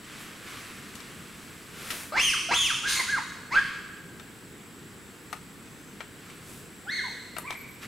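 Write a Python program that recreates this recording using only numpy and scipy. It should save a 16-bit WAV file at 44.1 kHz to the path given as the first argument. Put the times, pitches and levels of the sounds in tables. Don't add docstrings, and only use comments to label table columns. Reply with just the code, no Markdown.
import sys
import numpy as np
from scipy import signal
from scipy.fft import rfft, irfft, next_fast_len
from scipy.io import wavfile
from scipy.ndimage import uniform_filter1d

SR = 44100
rng = np.random.default_rng(int(sys.argv[2]) if len(sys.argv) > 2 else 0)


def to_wav(s):
    ch = np.atleast_2d(s).T
    pcm = np.round(np.clip(ch, -1, 1) * 32767)
    wavfile.write(sys.argv[1], SR, pcm.astype(np.int16))


N = 347067
TIME = np.arange(N) / SR
BAND_LIMIT_HZ = 15850

# start, rise and fall in seconds, starting, top and final pitch in Hz (halved before the
# break), effort in dB, seconds until the voice breaks upward, second harmonic before the break in dB.
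SCREAMS = [(2.12, .125, .112, 1189, 3193, 1040, -21.5, 0.0774, 6),
           (2.487, .088, 0.15, 1330, 3571, 1145, -21, 0.052, -3.5)]
# start, rise and fall in seconds, starting, top and
# final pitch in Hz, effort in dB, roughness from 0 to 1, second harmonic at the top pitch in dB.
NEAR_HOOTS = [(2.811, .062, .012, 1130, 1640, 1600, -28.5, .35, -20),
              (2.93, .045, .014, 950, 1060, 1020, -34.5, .65, 8),
              (2.99, .003, .026, 1200, 1070, 900, -27, .25, 1),
              (3.064, .052, .08, 1330, 1730, 840, -26, .12, -28),
              (3.504, .082, .014, 900, 1680, 1600, -17.5, .32, -20)]
FAR_HOOTS = [(6.84, 0.031, 0.012, 684, 815, 800, -33, 0.18, -14.5),
             (6.863, 0.066, 0.087, 1328, 2181, 1444, -27.5, 0.11, -1.5),
             (7.036, .003, 0.05, 1080, 1039, 770, -27, 0.25, 2),
             (7.43, 0.051, .052, 896, 1177, 881, -26.5, 0.16, 8.5)]
# pitch in Hz, gain in dB.
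NEAR_RESONANCE = [(600, 2.5), (780, -3.5), (1000, 3), (1200, -1), (1600, -2), (2000, -11.5), (2600, 0),
                  (3400, -3.5)]
FAR_RESONANCE = [(800, -19), (1150, -12), (1550, -3.5), (2200, -4)]
# frequency in Hz, gain in dB.
THROAT = [(1500, -24), (3000, -53), (4300, 8), (5200, -2), (6500, 1), (8000, 0.5), (9600, 3.5), (13000, -5),
          (16000, -10)]
SHRIEK_THROAT = [(430, -57), (1700, -6), (3400, -10), (3900, 0.5), (4320, 1), (5150, -17), (6600, 0.5),
                 (7600, -8), (8250, -8), (9450, -2), (10200, -9), (13300, -15), (16000, -30)]
# frequency in Hz, relative spectral density in dB.
RASP = [(600, -101), (1200, -9.5), (2200, 39), (3500, 26), (4400, 11), (6500, 10.5), (10000, 18),
        (16000, 3)]
SHRIEK_RASP = [(600, -39), (1200, 1), (2200, -8), (3500, -0.5), (5000, -2.5), (10000, -12), (16000, -29)]
# start in seconds, peak in dB, body frequency in Hz, treble share in dB,
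# 60 dB decay time in seconds, left over right in dB.
SNAPS = [(0.953, -33.5, 5000, 2, 0.062, 6), (1.003, -31.5, 2590, -6, 0.027, 8),
         (1.9036, -22, 2330, 0, 0.11, 6), (1.908, -28, 2980, 2, 0.061, -11),
         (4.197, -32.5, 1480, -8, 0.022, 5), (5.3283, -22, 1160, -9, 0.036, 5),
         (6.005, -25, 1130, -29, 0.041, 6.5), (6.3, -36, 2100, -8, 0.039, 2),
         (7.3657, -26.5, 1150, -14.5, 0.036, 9), (7.383, -26.5, 10300, -12, 0.02, 4.5),
         (7.3838, -21.5, 750, -0.5, 0.018, 1), (7.506, -22, 1460, -8, 0.018, 5),
         (7.524, -32, 1700, -7, 0.059, 7)]
# frequency in Hz, relative level in dB, 60 dB decay time in seconds.
WOOD_MODES = [(820, -2.5, 0.069), (1320, 4, 0.067), (2340, 8, 0.03), (2840, -41, 0.036)]
# loudest moment, rise and fall in seconds, swish and crackle strength in dB.
RUSTLES = [(.14, 0.12, .3, -45.5, -59), (.21, 0.036, 0.068, -62, -49), (.51, 0.063, 0.23, -42.5, -54),
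           (.8, 0.72, 0.9, -47.5, -55.5), (1.42, 0.083, 0.76, -54, -58), (1.832, 0.094, 0.14, -42.5, -47.5),
           (1.94, 0.084, 0.15, -42, -39.5), (6.29, 0.15, 0.22, -52.5, -66), (6.51, 0.068, 0.14, -63, -48.5),
           (7.835, 0.019, 0.031, -41, -65)]
# frequency in Hz, relative spectral density in dB.
SWISH_SPECTRUM = [(410, -13), (700, -13), (905, -16), (1120, -4.5), (2170, -5), (2390, -5.5), (5510, -15),
                  (9000, -20.5), (11700, -21), (19800, -120)]
CRACKLE_SPECTRUM = [(3000, -4), (5500, -5), (9500, -2), (12500, -4), (16000, -13)]
CHORUS_SPECTRUM = [(6700, -35), (7300, -7), (7600, -2), (7950, 0), (8250, -10), (8700, -35)]
HUM_SPECTRUM = [(20, -25), (37, -33), (72, -6), (190, 0), (450, -7), (560, -16), (800, -17.5),
                (1600, -12.5), (4500, -23), (6200, -26.5), (9000, -25), (16000, -31.5)]
# time in seconds, level in dB.
CHORUS_LEVEL = [(0, -58.5), (4.2, -59.5), (4.6, -59.5), (6.4, -59.5), (7.2, -58), (7.87, -60)]
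# start and end in seconds, frequency and bandwidth in Hz, level in dB.
CHIRPS = [(5.623, 6.0, 6200, 300, -67), (6.2, 6.42, 12600, 300, -71), (7.55, 7.65, 12290, 90, -55),
          (7.67, 7.78, 12290, 90, -60), (7.8, 7.87, 12290, 90, -61)]
# frequency in Hz, correlation.
HUM_CORRELATION = [(30, 0), (80, 0.79), (170, 0.92), (400, 0.9), (950, 0.94), (2400, 0.5), (6000, 0.94)]
# frequency in Hz, 60 dB decay time in seconds.
TAIL_T60 = [(300, 0.36), (1000, 1.28), (2200, 1.17), (4000, 1.06), (7000, 0.97), (10000, 0.82),
            (15000, 0.45)]
# frequency in Hz, relative level in dB.
TAIL_SPECTRUM = [(300, -45), (800, -10), (1500, -3.5), (3000, 3.5), (6000, 4), (12000, 3)]


def scream(rise_s, fall_s, start_hz, top_hz, end_hz, effort_db, break_s, low_second_db,
           swell_db=13, fade_db=-7, blend_s=0.0013, strain_s=0.04):
    t, hz, _, down = pitch_arch(rise_s, fall_s, start_hz, top_hz, end_hz)
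    high_share = (1 + np.tanh((t - break_s) / blend_s / 2)) / 2
    rough = .1 + .48 * np.exp(-abs(t - break_s) / strain_s)
    low_rough = rough + .25 * np.minimum(2 * t / break_s, 1)
    low_db = effort_db + 1 + swell_db * np.minimum(t / break_s - 1, 0) + read(NEAR_RESONANCE, hz / 2)
    high_db = effort_db + fade_db * np.sqrt(abs(down)) + read(NEAR_RESONANCE, hz)
    timbre = dict(slope_db=-10, smear=0.076)
    low = voice(t, hz / 2, low_db, low_rough, low_second_db, rasp_db=-8.5, **timbre)
    high = voice(t, hz, high_db, rough * (1 - down), second_db=-6 - 3 * down, rasp_db=-28, **timbre)
    return np.sqrt(1 - high_share) * low + np.sqrt(high_share) * high


def pitch_arch(rise_s, fall_s, start_hz, top_hz, end_hz, sag=.42):
    t = np.arange(0, rise_s + fall_s, 1 / SR)
    rising, falling = np.clip(t / rise_s, 0, 1), np.clip((t - rise_s) / fall_s, 0, 1)
    up = np.sin(np.pi / 2 * rising) ** 2
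    down = sag * falling + (1 - sag) * np.sin(np.pi / 2 * falling ** 2.3) ** 2
    hz = start_hz + (top_hz - start_hz) * up + (end_hz - top_hz) * down
    return t, hz, up, down


def voice(t, hz, level_db, rough, second_db, slope_db, smear, rasp_db=-6,
          jitter=0.116, shimmer=0.55, attack_s=0.0033, release_s=0.0071):
    phase = 2 * np.pi * np.cumsum(hz * (1 + jitter * rough * wander(len(t), hz=330))) / SR
    phase += smear * wander(len(t), hz=350)
    second = gain_of(second_db) * np.ones(len(t))
    heights = [np.ones(len(t)), second]
    for k in range(3, 9):
        throat = gain_of(read(THROAT, k * hz) + slope_db * np.log2(k / 2))
        heights.append(np.minimum(second, 1) * throat * (k * hz < BAND_LIMIT_HZ))
    folds = sum(h * np.sin(k * phase) for k, h in enumerate(heights, 1)) / np.linalg.norm(heights, axis=0)
    folds *= (1 + shimmer * rough * wander(len(t), hz=700)) / np.hypot(1, shimmer * rough)
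    breath = coloured(rng.standard_normal(len(t)), RASP)
    rasp = gain_of(rasp_db) * rough * np.sqrt(np.clip(2 * rough, 0, 1)) * breath
    gate = np.minimum(t / attack_s, 1) * np.minimum((t[-1] - t) / release_s, 1)
    return gain_of(level_db) * gate * (np.sqrt(2) * folds + rasp)


def shriek(top_s=2.9, rise_s=0.025, fall_s=0.054, hz=427.4, buzz_db=-26.5, rasp_db=-27.5):
    t, out = np.arange(top_s - 2 * rise_s, top_s + 2 * fall_s, 1 / SR), np.zeros(N)
    phase = 2 * np.pi * np.cumsum(hz * (1 + .005 * wander(len(t), hz=120))) / SR
    buzz = sum(gain_of(read(SHRIEK_THROAT, k * hz)) * np.sin(k * phase + 2 * np.pi * rng.random())
               for k in range(1, 37))
    rasp = coloured(rng.standard_normal(len(t)), SHRIEK_RASP)
    call = gain_of(buzz_db) * unit_rms(buzz) + gain_of(rasp_db) * rasp
    add(out, t[0], swell(t, top_s, rise_s, fall_s) * call)
    return out


def hoots(rows, resonance, swell_db, fade_db, second_db_per_octave, clearing, slope_db, smear):
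    out = np.zeros(N)
    for start, rise_s, fall_s, start_hz, top_hz, end_hz, effort_db, rough, top_second_db in rows:
        t, hz, up, down = pitch_arch(rise_s, fall_s, start_hz, top_hz, end_hz)
        level_db = effort_db + swell_db * (up - 1) + fade_db * down + read(resonance, hz)
        hoarse = rough * np.exp(-clearing * down)
        second_db = top_second_db + second_db_per_octave * np.log2(top_hz / hz)
        onset = np.minimum(t / (0.43 * rise_s), 1)
        add(out, start, onset * voice(t, hz, level_db, hoarse, second_db, slope_db, smear))
    return out


def near_calls():
    out = shriek() + hoots(NEAR_HOOTS, NEAR_RESONANCE, swell_db=10, fade_db=-3.3,
                           second_db_per_octave=27, clearing=.9, slope_db=-12.5, smear=0.19)
    for start, *shape in SCREAMS:
        add(out, start, scream(*shape))
    return out


def far_calls():
    return hoots(FAR_HOOTS, FAR_RESONANCE, swell_db=1.5, fade_db=-4,
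                 second_db_per_octave=-30, clearing=0.27, slope_db=-24, smear=0.033)


def trees(x, early_db, trunks_db, tail_db, clear_hz,
          early_t60=0.12, trunks_s=.033, trunks_t60=0.1, build_s=0.039):
    t = np.arange(SR * 3 // 2) / SR
    taps = rng.choice([-1., 1.], (6, len(t))) * (rng.random((6, len(t))) < 2500 / SR)
    early = stereo(*taps[:2], 0.72) * gain_of(-60 * t / early_t60)
    trunks = stereo(*taps[4:], 0.8) * gain_of(-60 * t / trunks_t60) * (t > trunks_s)
    scatter = stereo(*taps[2:4], 0.8) * (1 - np.exp(-t / build_s))
    hz, age, spectra = signal.stft(scatter, SR, nperseg=256)
    spectra *= gain_of(read(TAIL_SPECTRUM, hz)[:, None] - 60 * age / read(TAIL_T60, hz)[:, None])
    tail = signal.istft(spectra, SR, nperseg=256)[1][:, :len(t)]
    echoes = sum(gain_of(db) * part / np.linalg.norm(part[0])
                 for db, part in [(early_db, early), (trunks_db, trunks), (tail_db, tail)])
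    direct = signal.sosfilt(signal.butter(2, clear_hz, fs=SR, output="sos"), x)
    return direct + signal.fftconvolve(np.atleast_2d(x), echoes, axes=1)[:, :N]


def twig_snaps(rise_s=0.00027, knock=0.43):
    t, out = np.arange(SR // 8) / SR, np.zeros((2, N))
    ring = sum(gain_of(db - 60 * t / t60) * np.sin(2 * np.pi * hz * t) for hz, db, t60 in WOOD_MODES)
    for start, db, hz, treble_db, t60, left_db in SNAPS:
        spread = 1 + min(1.24, 2200 / hz)
        band = signal.butter(2, [hz / spread, hz * spread], "band", fs=SR, output="sos")
        body = unit_rms(signal.sosfilt(band, rng.standard_normal(len(t))))
        body += knock * signal.sosfilt(band, ring)
        edge = gain_of(treble_db - 80 * t / t60) * coloured(rng.standard_normal(len(t)), CRACKLE_SPECTRUM)
        burst = (body * gain_of(-60 * t / t60) + edge) * (1 - np.exp(-t / rise_s))
        for channel, side in zip(out, (1, -1)):
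            add(channel, start, gain_of(db + side * left_db / 2) * burst / abs(burst).max())
    return out


def leaf_rustle(trim_db=-1, ticks_per_s=2500, tick_spread_db=1.5):
    out = np.zeros((2, N))
    stirs = np.array([swell(TIME, top_s, rise_s, fall_s) for top_s, rise_s, fall_s, _, _ in RUSTLES])
    *_, swish_db, crackle_db = np.transpose(RUSTLES)
    for strengths_db, spectrum in (swish_db, SWISH_SPECTRUM), (crackle_db, CRACKLE_SPECTRUM):
        level = np.sqrt(gain_of(strengths_db) ** 2 @ stirs ** 2)
        sizes = gain_of(tick_spread_db * np.minimum(rng.exponential(1, (2, N)), 5))
        signs = rng.choice([-1, 1], (2, N))
        ticks = unit_rms(sizes * signs * (rng.random((2, N)) < ticks_per_s / SR))
        grains = coloured(ticks + rng.standard_normal((2, N)), spectrum)
        out += gain_of(trim_db) * level * stereo(*grains, 0.91)
    return out


def insects(throb=0.081, throb_hz=25):
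    chorus = stereo(*coloured(rng.standard_normal((2, N)), CHORUS_SPECTRUM), 1.0)
    chorus *= gain_of(np.interp(TIME, *np.transpose(CHORUS_LEVEL)))
    singles = np.zeros(N)
    for start, end, hz, width_hz, db in CHIRPS:
        t = np.arange(start, end, 1 / SR)
        tone = sum(wander(len(t), width_hz / 2) * wave(2 * np.pi * hz * t) for wave in (np.cos, np.sin))
        add(singles, start, gain_of(db) * unit_rms(tone) * signal.windows.tukey(len(t), .4))
    return chorus * (1 + throb * wander(N, throb_hz)) + singles


def forest_hum(level_db=-47, patchy_db=.8):
    frames, hz = N // 256 + 5, np.fft.rfftfreq(1024, 1 / SR)
    mid_re, mid_im, side_re, side_im, patches = rng.standard_normal((frames, len(hz), 5)).T
    patches = unit_rms(uniform_filter1d(uniform_filter1d(patches, size=8, axis=0), size=16, axis=1))
    spectra = stereo(mid_re + 1j * mid_im, side_re + 1j * side_im, read(HUM_CORRELATION, hz)[:, None])
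    spectra *= gain_of(read(HUM_SPECTRUM, hz)[:, None] + patchy_db * patches)
    hum = signal.istft(spectra, nperseg=1024, noverlap=768)[1][:, :N]
    return gain_of(level_db) * unit_rms(hum)


def gain_of(db):
    return 10 ** (np.asarray(db) / 20)


def unit_rms(x):
    return x / np.sqrt(np.mean(x ** 2) + 1e-20)


def read(points, hz):
    frequencies, values = np.transpose(points)
    return np.interp(np.log(hz + 1), np.log(frequencies + 1), values)


def add(mix, start_s, sound):
    part = mix[max(round(start_s * SR), 0):][:len(sound)]
    part += sound[:len(part)]


def coloured(x, spectrum):
    size = next_fast_len(x.shape[-1])
    gains = gain_of(read(spectrum, np.fft.rfftfreq(size, 1 / SR)))
    return unit_rms(irfft(rfft(x, size) * gains, size)[..., :x.shape[-1]])


def wander(size, hz):
    return unit_rms(signal.sosfilt(signal.butter(2, hz, fs=SR, output="sos"), rng.standard_normal(size)))


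def swell(t, top_s, rise_s, fall_s):
    return np.exp(-((t - top_s) / np.where(t < top_s, rise_s, fall_s)) ** 2)


def stereo(a, b, correlation):
    mid, side = a * np.sqrt((1 + correlation) / 2), b * np.sqrt((1 - correlation) / 2)
    return np.array([mid + side, mid - side])


def scene():
    near = trees(near_calls(), early_db=-3.5, trunks_db=-10, tail_db=-3.5, clear_hz=6200)
    far = trees(far_calls(), early_db=-1.5, trunks_db=-5, tail_db=-1, clear_hz=5030)
    apes = near * gain_of([[-1.1], [-.8]]) + far * gain_of([[-.9], [-.6]])
    twigs = trees(twig_snaps(), early_db=-4.5, trunks_db=-15, tail_db=-18, clear_hz=12700)
    return apes + twigs + leaf_rustle() + insects() + forest_hum()


def record(dry, flutter_db=-24, flutter_hz=170):
    loudness = np.sqrt(abs(uniform_filter1d((dry ** 2).mean(0), size=900)))
    flutter = gain_of(flutter_db) * loudness * np.array([wander(N, flutter_hz) for _ in dry])
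    low_pass = signal.firwin(511, BAND_LIMIT_HZ, window=("kaiser", 9), fs=SR)
    return signal.oaconvolve(dry + flutter, low_pass[None], "same")


dry = scene()
out = record(dry)
to_wav(out)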